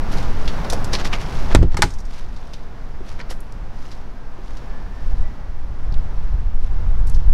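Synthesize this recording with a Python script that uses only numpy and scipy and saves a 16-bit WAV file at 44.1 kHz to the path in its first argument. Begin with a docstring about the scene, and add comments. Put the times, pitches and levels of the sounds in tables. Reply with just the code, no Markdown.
"""Slamming a sheet-metal door in a wet gravel yard

A trailer's compartment door bangs shut outdoors: struck modes ring, the panel booms, the latch snaps.
Hardware clicks and scrapes, shoes scuff over grit and something squeals faintly far off: filtered noise
bursts and wavering tones. Distant traffic is coloured noise; wind is turbulent noise that surges just after
the slam, eases, then builds to the end.
The bang turns the microphone's automatic gain down, and it stays down. Table levels precede that gain."""
import sys
import numpy as np
from scipy import signal
from scipy.fft import rfft, irfft, next_fast_len
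from scipy.io import wavfile
from scipy.ndimage import uniform_filter1d

SR = 44100
rng = np.random.default_rng(int(sys.argv[2]) if len(sys.argv) > 2 else 0)


def master(y):
    """Save y as 16-bit WAV."""
    cut = np.clip(np.atleast_2d(y).T, -1, 1)
    pcm = np.round(cut * 32767)  # scale
    wavfile.write(sys.argv[1], SR, pcm.astype(np.int16))


N = 323253
T = np.arange(N) / SR  # time in seconds


def undb(db):
    """Decibel law: 20 dB is a tenfold amplitude ratio."""
    return 10 ** (np.asarray(db) / 20)


def unit(x):
    """Normalisation: scale to rms 1."""
    return x / np.sqrt(np.mean(x ** 2) + 1e-18)


def curves(rows):
    """Linear interpolation: join each column of a table by straight lines in time."""
    times, *columns = np.transpose(rows)
    return [np.interp(T, times, column) for column in columns]


def colour(x, points, tilt_db=0):
    """Spectral filtering: weight a sound by (Hz, dB) points and a tilt in dB per octave."""
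    size = next_fast_len(len(x))
    octave = np.log2(np.maximum(np.fft.rfftfreq(size, 1 / SR), 1))
    hz, db = np.transpose(points)
    gain = undb(np.interp(octave, np.log2(hz), db) + tilt_db * octave)
    return irfft(rfft(x, size) * gain, size)[:len(x)]


def shape(x, points, tilt_db=0):
    """Spectral filtering followed by scaling to rms 1."""
    return unit(colour(x, points, tilt_db))


def band(x, hz, q):
    """Second-order resonance: pass one broad band; Q is held above 0.5."""
    b, a = signal.iirpeak(min(hz, SR / 3), max(q, .5 + 1e-3), fs=SR)
    return signal.lfilter(b, a, x)


def walk(rate):
    """Slow random modulation: about rate new levels per second, smoothly joined, rms 1."""
    k = max(int(SR / rate), 2)
    levels = rng.standard_normal(N // k + 2)
    joined = np.interp(np.arange(N) / k, np.arange(len(levels)), levels)
    return unit(uniform_filter1d(joined, k // 2))


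def fade(t, t60):
    """Exponential decay: down 60 dB after t60 seconds."""
    return np.exp(-np.log(1000) * t / t60)


def add(out, s, x):
    """Superposition: mix x into out from time s on."""
    i = max(int(s * SR), 0)
    out[i:i + len(x)] += x[:len(out) - i]


# spectrum of distant traffic and air: frequency_hz, density_db (relative, per Hz)
YARD_SPECTRUM = [(30, 3.5), (120, 5), (200, 1.5), (350, -5), (600, -7), (850, -6), (1150, -9.5),
                 (1600, -12), (2500, -19), (4000, -24.5), (6000, -27.5), (7500, -32), (11000, -40),
                 (15500, -37)]
YARD_DB = -41


def yard(flicker_db=0.88, dip_s=1.6, dip_db=-11):
    """Diffuse noise: many distant sources blur into a wash that wavers and dips briefly just after the bang."""
    dip = dip_db * np.exp(-((T - dip_s) / .018) ** 2)
    wash = shape(rng.standard_normal(N), YARD_SPECTRUM)
    return wash * undb(YARD_DB + flicker_db * walk(5.3) + dip)


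def eddies(points, even_s):
    """Turbulent pressure: coloured noise whose strength is even over spans longer than even_s."""
    x = shape(rng.standard_normal(N), points)
    return x / np.sqrt(uniform_filter1d(x ** 2, int(even_s * SR)) + 1e-9)


# spectra of wind rumble and of slow pressure swells: frequency_hz, density_db (relative, per Hz)
RUMBLE_SPECTRUM = [(12, -1), (22, 2.5), (42, -3), (60, -9.5), (105, -19.5), (140, -27), (250, -45.5),
                   (500, -58), (1200, -97)]
SWELL_SPECTRUM = [(2, -11), (6, 1), (11, 12), (17, -2.5), (28, -16), (60, -97)]
# the breeze surges just after the slam, eases, then builds to the end: time_s, rumble_db
BREEZE_LEVELS = [(0, -37.5), (1.3, -38.5), (1.9, -25.5), (2.5, -35.5), (3.2, -30.5), (3.9, -33.5),
                 (4.9, -32), (5.7, -26), (6.6, -19), (7.33, -11)]
# gusts and lulls on top of it: middle_s, half_length_s, change_db
GUST_CHANGES = [(.4, 0.35, 6), (2.274, .05, 7), (4.52, 0.029, 8), (4.69, 0.055, 4), (5.14, 0.18, 12),
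                (5.343, 0.046, -7), (5.965, 0.06, 10.5), (6.326, 0.03, 1.5), (6.853, 0.035, 4),
                (6.943, 0.033, 0)]
# swell level under a full-scale rumble in dB, and dB of swell per dB of rumble
SWELL_DB, SWELL_FOLLOW = -3.5, 0.67


def wind(flutter_db=1.5, ceiling=.85):
    """Turbulence at the microphone: gusts rumble over slow swells; soft saturation flattens the strongest."""
    rumble_db = curves(BREEZE_LEVELS)[0]
    for s, half_s, db in GUST_CHANGES:
        rumble_db = rumble_db + db * np.exp(-((T - s) / half_s) ** 2)
    swell_db = SWELL_DB + SWELL_FOLLOW * rumble_db
    rumble = eddies(RUMBLE_SPECTRUM, 0.139) * undb(rumble_db + flutter_db * walk(22))
    swell = eddies(SWELL_SPECTRUM, 0.27) * undb(swell_db)
    return ceiling * np.tanh((rumble + swell) / ceiling)


# grit under a sole: frequency_hz, density_db (relative, per Hz)
GRIT_SPECTRUM = [(200, 26.5), (1000, 10.5), (2500, 6), (6000, 0.5), (7200, -2.5), (11500, -10.5),
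                 (13000, -9), (16000, -30)]
# footsteps on wet grit: middle_s, half_length_s, level_db
FOOTSTEPS = [(0.185, 0.072, -49), (0.457, 0.18, -56), (1.38, 0.37, -53.5), (2.16, 0.081, -45),
             (2.429, 0.24, -54), (3.092, 0.05, -46), (3.862, 0.12, -49), (4.501, 0.15, -53),
             (5.072, 0.15, -53), (6.644, 0.053, -53), (7.141, 0.11, -54.5)]
# brief hard scrapes: middle_s, level_db, centre_hz
HARD_SCRAPES = [(0.129, -45, 9300), (.943, -33.5, 3600), (1.003, -37.5, 2500), (1.06, -37.5, 3900),
                (1.139, -34.5, 2100), (1.215, -46, 4400), (1.52, -41, 1460), (1.729, -43, 2500),
                (3.203, -36.5, 2200), (3.31, -35.5, 2960)]
STEP_HZ, SCRAPE_HALF_S = 4900, 0.018


def scuffs(q=.501, grain_db=5, lean=0.13):
    """Sliding friction: a swell of tiny cracks of unequal size that rises faster than it fades."""
    out, t = np.zeros(N), T[:SR // 2]
    steps = [(*row, STEP_HZ) for row in FOOTSTEPS]
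    scrapes = [(s, SCRAPE_HALF_S, db, hz) for s, db, hz in HARD_SCRAPES]
    for s, half_s, level_db, hz in steps + scrapes:
        grit = 0
        for _ in range(3):  # three sets of stones crack independently
            sizes = undb(grain_db * np.minimum(rng.exponential(size=len(t)), 4))
            grains = sizes[np.arange(len(t)) // 48]  # one size per 48 samples
            grit = grit + unit(band(grains * rng.standard_normal(len(t)), hz, q))
        start = max(s - t[-1] / 2, 0)
        age = t + start - s
        width_s = half_s * (1 + lean * np.sign(age))
        swell = np.exp(-(age / width_s) ** 2)
        add(out, start, undb(level_db) * shape(grit, GRIT_SPECTRUM) * swell)
    return out


# something loose rattles on after the slam
RATTLE_S, RATTLE_GAP_S, RATTLE_JITTER_S = 1.912, .033, .006
RATTLE_DB, RATTLE_FALL_DB = -39.5, 1.5  # first tick, and fall per tick
RATTLE_HZ, RATTLE_Q, RATTLE_T60_S = 6000, 1.4, .06


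def rattle(count=5):
    """Repeated impact losing energy: unevenly spaced ticks, each weaker, as rows of clicks."""
    rows = []
    for k, late in enumerate(rng.standard_normal(count)):
        start_s = RATTLE_S + k * RATTLE_GAP_S + RATTLE_JITTER_S * late
        rows.append((start_s, RATTLE_DB - k * RATTLE_FALL_DB, RATTLE_HZ, RATTLE_Q, RATTLE_T60_S))
    return rows


# sharp clicks of hardware and stones: start_s, level_db, centre_hz, resonance_q (each of two passes), t60_s
SHARP_CLICKS = [(.4775, -36.5, 3200, 1.16, 0.075), (.6465, -44.5, 3500, 0.68, 0.031),
                (.6996, -32, 5300, 1, .045), (.7234, -38, 5200, .9, 0.042), (.732, -35, 4530, 0.63, 0.041),
                (.8445, -39, 6130, 1, 0.036), (.9319, -33, 4580, 1.15, 0.088),
                (.9505, -28, 4100, 2.6, .024), (1.05, -45, 4000, 0.4, .05), (1.1318, -28, 2170, 3.8, 0.021),
                (2.363, -45, 4470, 1.2, .07), (2.535, -34.5, 3560, 0.97, 0.053),
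                (3.2015, -32, 1900, 2.2, 0.054), (3.211, -37.5, 4440, 4.9, 0.026),
                (3.3024, -35.5, 6600, 0.75, .11), (3.404, -40, 9900, 1.4, 0.026),
                (3.523, -41.5, 6850, 1.3, 0.016), (3.915, -42.5, 4350, 1.3, .1),
                (4.5696, -42, 4500, 1, .049), (5.924, -42.5, 4200, 1.3, 0.029),
                (5.941, -37.5, 3420, 1.5, 0.023), (7.07, -42, 7300, .8, 0.11),
                (7.0975, -35, 8100, 1.3, 0.027), (7.1452, -41, 5100, 1.3, 0.079)]
# dull knocks of heels and handling: start_s, level_db, centre_hz, resonance_q (each of two passes)
DULL_KNOCKS = [(.648, -34.5, 613, 0.82), (.7278, -28.5, 560, 1.4), (3.005, -31, 332, 1.6),
               (3.31, -32, 450, 1.1), (4.384, -34, 333, 1.4), (5.9188, -20.5, 126, 4.2)]
KNOCK_T60_S = 0.044


def clicks(tail_db=-24, tail_t60=0.48):
    """Damped resonance: small contacts, bright or dull, each die fast in one band over a faint tail."""
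    out, t = np.zeros(N), T[:SR // 4]
    knocks = [(*row, KNOCK_T60_S) for row in DULL_KNOCKS]
    for s, level_db, hz, q, t60 in list(SHARP_CLICKS) + knocks + rattle():
        body = band(band(rng.standard_normal(len(t)), hz, q), hz, q)
        decay = fade(t, t60) + undb(tail_db) * fade(t, tail_t60)
        # level_db is the strength at the onset, whatever the decay
        add(out, s, undb(level_db) * unit(body * decay) * np.sqrt(np.mean(decay ** 2)))
    return out


# puffs of air as the door closes and springs back: middle_s, peak_db
AIR_PUFFS = [(1.55, -18), (1.699, -8.5)]
PUFF_S = 0.014  # from the middle of a puff to its crest


def puffs():
    """Air displacement: the moving door shoves air at the microphone, a push and then a suck."""
    out = np.zeros(N)
    for s, peak_db in AIR_PUFFS:
        age = (T - s) / PUFF_S
        out -= undb(peak_db) * age * np.exp((1 - age ** 2) / 2)  # crests at 1
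    return out


# blows on the door frame and latch: start_s, level_db, ringing_db (relative to the crack),
# tilt_db (per octave, of the crack), crack_t60_s
FRAME_BLOWS = [(1.5489, -7, -14.5, -0.8, 0.043), (1.6205, -31, -10, -8, .03),
               (1.6274, -23.5, -20, -2.5, 0.05), (1.7438, -22, -14, -3, 0.025),
               (1.7696, -21.5, -1, 3, 0.048), (1.7895, -33, -16, -0.5, 0.12),
               (1.821, -5.5, -1.5, 2.5, 0.029), (1.8335, -20, 0, 1.5, 0.071)]
# modes of frame and latch: frequency_hz, level_db (relative), t60_s
FRAME_RESONANCES = [(425, -20, .2), (641, -17, .12), (832, 0, .085), (913, -2, .05), (959, -2, .055),
                    (1105, -5, .05), (1230, 1, .065), (1305, -5, .06), (1445, -3, .055), (1505, -7, .09),
                    (1631, -4, .085), (1789, -2, .08), (1908, -10, .07), (2065, -4, .05), (2143, -4, .075),
                    (2305, -9, .07), (2610, -14, .06), (3035, -17, .11), (3620, -21, .08), (4130, -12, .06),
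                    (4380, -9, .06), (4760, -13, .08), (5110, -16, .08), (5630, -12, .065),
                    (5980, -16, .09), (6944, -17, .06), (8333, -20, .05)]
# crack of metal on metal: frequency_hz, density_db (relative, per Hz)
CRACK_SPECTRUM = [(120, -10), (350, 3.5), (650, -4), (900, -2.5), (2100, -4.5), (2800, -8.5), (4400, -11),
                  (5700, -15), (7000, -13), (8700, -15), (10500, -27), (12500, -30), (16000, -47)]


def frame(tail_db=-27, tail_t60=0.35, rise_s=0.000076, ring_tilt=.1):
    """Modal impact: metal meets metal in a short crack, ringing modes and a thin tail from the trailer's skin."""
    out, t = np.zeros(N), T[:SR // 2]
    hz, db, t60 = np.transpose(FRAME_RESONANCES)[:, :, None]
    for s, level_db, ring_db, tilt_db, crack_t60 in FRAME_BLOWS:
        decay = fade(t, crack_t60) + undb(tail_db) * fade(t, tail_t60)
        crack = shape(rng.standard_normal(len(t)), CRACK_SPECTRUM, tilt_db) * decay
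        # the modes take only a share, ring_tilt, of the crack's tilt
        weight = undb(db + ring_tilt * tilt_db * np.log2(hz))
        # each blow lands on another spot, so the modes start out of step
        modes = weight * fade(t, t60) * np.sin(2 * np.pi * (hz * t + rng.random(hz.shape)))
        ring = modes.sum(axis=0) / np.sqrt(np.sum(weight ** 2) / 2)
        onset = 1 - np.exp(-t / rise_s)
        add(out, s, undb(level_db) * (crack + undb(ring_db) * ring) * onset)
    return out


# the door lands on its seal, bounces and is pressed home: start_s, level_db, contact_s
SEAL_THUMPS = [(1.55, -11.5, 0.0022), (1.562, -2, 0.0083), (1.589, -10.5, 0.0034), (1.614, -5.5, 0.00554),
               (1.629, -12, 0.0015), (1.745, -19.5, 0.003), (1.792, -21.5, .0009), (1.839, -17, 0.0021)]
# modes of the panel and the compartment behind it: frequency_hz, level_db (relative), t60_s
PANEL_RESONANCES = [(37.9, -2, 0.24), (60.8, -5, 0.29), (93.4, -1.5, 0.137), (111, -7, 0.12),
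                    (123.6, -9, 0.2), (171.6, -2.5, 0.142), (217, -15.5, 0.13), (270, -9, 0.21),
                    (346, -1, 0.086), (391, -1, 0.077), (454, -25, 0.076), (500, -10.5, 0.107),
                    (583, -14, .06), (706, -9, .05)]


def panel(rattle_db=-19, rattle_hz=400, rattle_t60=0.083):
    """Contact-time filtering: the door bounces on its seal and booms; longer pushes reach only the low modes."""
    out, t = np.zeros(N), T[:SR // 2]
    ring = np.zeros(len(t))
    for hz, db, t60 in PANEL_RESONANCES:
        ring += undb(db) * fade(t, t60) * np.sin(2 * np.pi * hz * t)
    for s, level_db, contact_s in SEAL_THUMPS:
        contact = np.minimum(t / contact_s, 1)
        push = np.sin(np.pi * contact)
        boom = signal.fftconvolve(ring, push / push.sum())[:len(t)]
        # the thin skin shudders in many crowded higher modes
        shudder = band(band(rng.standard_normal(len(t)), rattle_hz, 1), rattle_hz, 1)
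        shudder = unit(shudder) * fade(t, rattle_t60) * contact
        add(out, s, undb(level_db) * (boom + undb(rattle_db) * shudder))
    return out


# faint far squeals, one list of rows each: time_s, pitch_hz, level_db
FAR_SQUEALS = [
    [(4.13, 1600, -56), (4.22, 1596, -55.5), (4.31, 1516, -54)],
    [(4.65, 1730, -52), (4.88, 1735, -57), (4.98, 1810, -53), (5.08, 1680, -74), (5.22, 1750, -51)],
    [(5.2, 1965, -55), (5.35, 1930, -57.5), (5.8, 1930, -67)],
]


def squeals(waver=0.0035, edge_s=0.034, fading_db=3.5):
    """Frequency modulation: thin wavering tones from far away, perhaps brakes, fade in and out irregularly."""
    out, wobble = np.zeros(N), 1 + waver * walk(45)
    for rows in FAR_SQUEALS:
        hz, db = curves(rows)
        first_s, last_s = rows[0][0], rows[-1][0]
        gate = np.clip(np.minimum(T - first_s, last_s - T) / edge_s, 0, 1)
        tone = np.sin(2 * np.pi * np.cumsum(hz * wobble) / SR)
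        out += gate * undb(db + fading_db * walk(25.5)) * tone
    return out


def scene():
    """Superposition: everything reaches one microphone, the same in both ears."""
    mono = yard() + wind() + scuffs() + clicks() + puffs() + frame() + panel() + squeals()
    return np.array([mono, mono])


# the microphone's treble response: frequency_hz, gain_db
MICROPHONE_RESPONSE = [(1000, 1.5), (3000, -1), (5600, 0.5), (7000, -4), (8500, -5), (10500, -1),
                       (12000, -2.5), (15000, -8.5)]
TOP_HZ = 15700  # upper band limit


def record(dry, boost_db=11, hiss_db=-84):
    """Peak-held automatic gain: overloading peaks pull it down and it holds; at its minimum, overloads clip."""
    heard = np.array([colour(channel, MICROPHONE_RESPONSE) for channel in dry])
    heard = heard + undb(hiss_db) * rng.standard_normal(dry.shape)  # each channel has its own faint hiss
    held = np.maximum.accumulate(np.abs(heard).max(axis=0))
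    gain = np.clip(1 / held, 1, undb(boost_db))
    lowpass = signal.ellip(10, .2, 80, TOP_HZ, fs=SR, output="sos")
    return signal.sosfilt(lowpass, np.clip(gain * heard, -1, 1))


dry = scene()
out = record(dry)
master(out)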